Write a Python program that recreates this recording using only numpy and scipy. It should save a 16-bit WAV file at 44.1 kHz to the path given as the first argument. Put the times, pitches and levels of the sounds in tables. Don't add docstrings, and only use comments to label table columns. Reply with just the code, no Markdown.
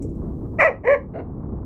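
import sys
import numpy as np
from scipy import signal
from scipy.fft import rfft, irfft, next_fast_len
from scipy.io import wavfile
from scipy.ndimage import uniform_filter1d, minimum_filter1d, map_coordinates

SR = 44100
rng = np.random.default_rng(int(sys.argv[2]) if len(sys.argv) > 2 else 0)


def wav_record(signal):
    frames = np.transpose(np.atleast_2d(signal))
    bounded = np.clip(frames, -1, 1)
    quanta = np.round(bounded * 32767).astype(np.int16)
    wavfile.write(sys.argv[1], SR, quanta)


N = 72765


def amp(db):
    return 10 ** (np.asarray(db) / 20)


def unit(x):
    return x / np.sqrt(np.mean(x ** 2) + 1e-20)


def steady(x, size):
    power = uniform_filter1d(uniform_filter1d(x ** 2, size), size)
    return x / np.sqrt(np.abs(power) + 1e-20)


def along(points, hz):
    f, values = np.transpose(points)
    return np.interp(np.log(hz + 1), np.log(f + 1), values)


def clock():
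    return np.arange(N) / SR


def curves(rows):
    times_s, *columns = np.transpose(rows)
    return [np.interp(clock(), times_s, column) for column in columns]


def wobble(knots_per_s):
    return map_coordinates(rng.standard_normal(N // 8), [clock() * knots_per_s], mode="wrap")


def filtered(x, response):
    size = next_fast_len(N + SR // 2)
    return irfft(rfft(x, size) * response(np.fft.rfftfreq(size, 1 / SR)), size)[:N]


def below(hz, edge_hz, order):
    return 1 / (1 + (hz / edge_hz) ** order)


def noise(colour):
    return unit(filtered(rng.standard_normal(N), lambda hz: amp(along(colour, hz))))


def resonator(colour, hz):
    cepstrum = irfft(np.log(amp(along(colour, hz))))
    half = len(cepstrum) // 2
    fold = np.concatenate([[1], np.full(half - 1, 2), [1], np.zeros(half - 1)])
    return np.exp(rfft(cepstrum * fold))


# f/Hz, relative level/dB
HISS_COLOUR = [(500, 4.5), (3000, -2), (8000, -2), (15000, -4)]
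# t/s, level/dB
HISS_ENVELOPE = [(0, -74), (.58, -75), (.64, -90), (1.65, -84)]


def microphone_hiss():
    return amp(curves(HISS_ENVELOPE)[0]) * noise(HISS_COLOUR)


# t/s, rumble level/dB, rush level/dB
GUSTS = [(0, -27.5, -59), (.13, -28, -60), (.18, -27.5, -53), (.23, -27, -46.5), (.31, -27.5, -48),
         (.375, -30, -57), (.42, -30, -50), (.465, -29, -48), (.505, -30.5, -56), (.54, -30.5, -48),
         (.60, -30, -52), (.66, -38, -54), (.82, -37, -57), (1.05, -35.5, -54), (1.22, -33, -50),
         (1.33, -31.5, -47), (1.39, -31, -50), (1.44, -30, -45.5), (1.485, -29.5, -50), (1.53, -28.5, -45),
         (1.65, -29.5, -50)]
# f/Hz, relative level/dB
RUMBLE_COLOUR = [(10, -16), (30, -6), (65, 2), (110, -2), (200, -4.5), (320, -7), (430, -14.5), (600, -27),
                 (1000, -46), (2000, -76), (4000, -100)]
RUSH_COLOUR = [(200, -14), (450, 0), (700, -2.5), (1120, -7), (1450, -22), (2300, -39), (3000, -51),
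               (6000, -70)]


def wind(rumble_swing_db=.7, rush_swing_db=1.6):
    rumble_db, rush_db = curves(GUSTS)
    rumble = amp(rumble_db + rumble_swing_db * wobble(30)) * steady(noise(RUMBLE_COLOUR), size=1500)
    rush = amp(rush_db + rush_swing_db * wobble(90)) * noise(RUSH_COLOUR)
    return rumble + rush


# f/Hz, t60/s
SCATTER_DECAY = [(200, .27), (600, .19), (1100, .22), (2000, .18), (5000, .2), (12000, 0.091)]
# f/Hz, relative level/dB
SCATTER_COLOUR = [(330, 9), (600, -2), (850, 6), (1400, 1), (2200, -2), (3100, 3), (6000, 3), (12000, -6)]


def hillside(x, scatter_db=-16.5, rise_s=.015, echo_s=.058, echo_db=-27):
    hz, t, spectrum = signal.stft(rng.standard_normal(SR // 2), SR, nperseg=256)
    envelope = amp(-60 * t / along(SCATTER_DECAY, hz)[:, None]) * (1 - np.exp(-t / rise_s))
    tail = signal.istft(spectrum * envelope, SR, nperseg=256)[1]
    scatter = signal.fftconvolve(x, tail / np.linalg.norm(tail))[:N]
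    scatter = filtered(scatter, lambda f: amp(along(SCATTER_COLOUR, f)))
    echo = filtered(x, lambda f: np.exp(-2j * np.pi * f * echo_s) * below(f, 4000, order=2))
    return amp(scatter_db) * scatter + amp(echo_db) * echo


# t/s, level/dB
BOWL_CONTACTS = [(0.021, -51), (.092, -68), (.150, -72)]
# f/Hz, relative level/dB, t60/s
BOWL_MODES = [(2300, -13, .2), (5540, -5, .15), (5900, -7, .12), (6600, -12, .09), (7060, -3, .1),
              (7650, -7, .11), (8450, -13, .09), (9100, -4.5, .08)]
# f/Hz, relative level/dB
SCUFF_COLOUR = [(1500, -12), (2400, -11), (3500, -21), (4600, -19), (5600, -9), (7600, 2), (9200, -6),
                (11000, -16), (15500, -27)]


def bowl_clinks(attack_s=.0013, scuff_db=2, scuff_t60_s=.098):
    clinks = np.zeros(N)
    for start_s, contact_db in BOWL_CONTACTS:
        t = np.maximum(clock() - start_s, 0)
        ring = np.zeros(N)
        for hz, mode_db, t60_s in BOWL_MODES:
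            decay = amp(mode_db + rng.normal(0, 2.2) - 60 * t / t60_s)
            ring += decay * np.sin(2 * np.pi * hz * t + .91 * wobble(300))
        scuff = amp(scuff_db - 60 * t / scuff_t60_s) * noise(SCUFF_COLOUR)
        clinks += amp(contact_db) * (1 - np.exp(-t / attack_s)) * (ring / 2 + scuff)
    return clinks


# t/s, f/Hz, level/dB, attack/s, t60/s
BOWL_LANDING = (.047, 430, -15, .004, .04)


def bowl_thud():
    start_s, hz, level_db, attack_s, t60_s = BOWL_LANDING
    t = np.maximum(clock() - start_s, 0)
    envelope = amp(level_db - 60 * t / t60_s) * (1 - np.exp(-t / attack_s))
    return envelope * np.sin(2 * np.pi * hz * t)


# t/s, attack/s, hold/s, t60/s, level/dB
HUFF_ENVELOPE = (1.133, .02, .042, .15, -31)
# f/Hz, relative level/dB
BREATH_COLOUR = [(120, -22), (280, -1), (380, -3), (460, 3), (560, -3), (690, 3), (850, -12), (1150, -23),
                 (1450, -19), (1750, -27), (2050, -22), (2450, -35), (2800, -32), (3100, -52), (4200, -47),
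                 (5200, -66), (12000, -85)]


def huff(flutter_hz=85, flutter_db=2.0):
    start_s, attack_s, hold_s, t60_s, level_db = HUFF_ENVELOPE
    t = clock() - start_s
    envelope = np.clip(t / attack_s, 0, 1) * amp(-60 * np.maximum(t - attack_s - hold_s, 0) / t60_s)
    gain = amp(level_db + flutter_db * wobble(2 * flutter_hz))
    return gain * envelope * steady(noise(BREATH_COLOUR), size=500)


# t/s, f/Hz, fundamental level/dB, overtones/dB re fundamental, roughness/0-1
FIRST_GESTURE = [(.585, 540, -36, -4, .3), (.590, 639.2, -22, -3, .1), (.600, 673.4, -21, 5.5, .12),
                 (.608, 594.3, -20.5, 8, .35), (.626, 546.4, -15.5, 1, .7), (.641, 605.7, -18, 2, .7),
                 (.648, 660.3, -16, -1, .07), (.668, 638, -14, -3, .05), (.674, 600, -17, -6, .4),
                 (.688, 530, -18, -8, .35), (.699, 440, -24, -14, .5), (.730, 350, -42, -9, .9)]
SECOND_GESTURE = [(.835, 300, -42, -11, .4), (.850, 410, -28, -8, .2), (.868, 495, -23, -10, .16),
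                  (.877, 480, -17, -1, .3), (.888, 520, -13.5, -14, .42), (.902, 560, -13, -8.5, .3),
                  (.914, 576, -12.5, -11.5, .15), (.935, 568, -13.5, -10.5, .17),
                  (.948, 530, -18.5, -5, .3), (.958, 460, -24.5, -9.5, .42), (.978, 400, -43, -11, .8)]
# f/Hz, relative level/dB
WIDE_TRACT = [(200, -48), (380, -17), (490, 0.5), (650, -1), (800, -6), (1120, -4), (1330, -10),
              (1550, -11), (1980, 1), (2150, -3), (2380, 2), (2620, -18), (2950, -24), (3250, -44),
              (4200, -44), (4900, -49), (5600, -40), (6400, -48), (7400, -46), (11000, -67), (16000, -80)]
NARROW_TRACT = [(200, -52), (350, -22), (455, -4), (590, -3.5), (750, -13), (1060, -6), (1400, -28),
                (1720, -7.5), (1950, -4), (2350, -12), (2700, -31), (3000, -31), (3400, -51), (4250, -46),
                (5000, -62), (5800, -44), (6400, -63), (7300, -51), (8600, -67), (11000, -76), (16000, -87)]


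def bark(gesture, tract, jitter=.066, shimmer_db=7.5, knots_per_s=420, split_hz=818, air_hz=3340):
    pitch_hz, level_db, overtones_db, roughness = curves(gesture)
    jittered_hz = pitch_hz * (1 + jitter * roughness * wobble(knots_per_s))
    phase = 2 * np.pi * np.cumsum(jittered_hz) / SR
    pulses = sum(np.cos(k * phase) for k in range(1, 13)) * np.sqrt(4 * pitch_hz / SR)
    shimmer = amp(shimmer_db * roughness * wobble(knots_per_s))
    pulses = filtered(pulses * shimmer, lambda hz: below(hz, air_hz, order=10))
    puffs = unit(rng.standard_normal(N) * (1 + .9 * np.cos(phase)))
    air = filtered(puffs, lambda hz: 1 - below(hz, air_hz, order=10))

    def voice(rasp, band):
        share = np.clip(rasp, 0, 1)
        source = np.sqrt(1 - share) * pulses + np.sqrt(share) * (puffs - air) + air
        return steady(filtered(source, lambda hz: resonator(tract, hz) * band(hz)), size=330)

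    fundamental = voice(rasp=1.15 * roughness ** 2, band=lambda hz: below(hz, split_hz, order=12))
    overtones = voice(rasp=1.2 * roughness, band=lambda hz: 1 - below(hz, split_hz, order=12))
    start_s, end_s = gesture[0][0], gesture[-1][0]
    gate = uniform_filter1d(1.0 * (clock() > start_s) * (clock() < end_s), size=130)
    return gate * amp(level_db) * (fundamental + amp(overtones_db) * overtones)


def scene():
    dog = bark(FIRST_GESTURE, WIDE_TRACT) + bark(SECOND_GESTURE, NARROW_TRACT) + huff()
    direct = dog + bowl_clinks() + bowl_thud()
    return (microphone_hiss() + hillside(direct) + wind() + direct)[None]


def record(dry, ceiling_db=-3.5, cutoff_hz=15750):
    x = dry[0]
    needed_gain = np.minimum(1, amp(ceiling_db) / (np.abs(x) + 1e-9))
    held_gain = minimum_filter1d(needed_gain, size=300)
    gain = uniform_filter1d(uniform_filter1d(held_gain, size=150), size=150)
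    return filtered(x * gain, lambda hz: hz < cutoff_hz)[None]


dry = scene()
out = record(dry)
wav_record(out)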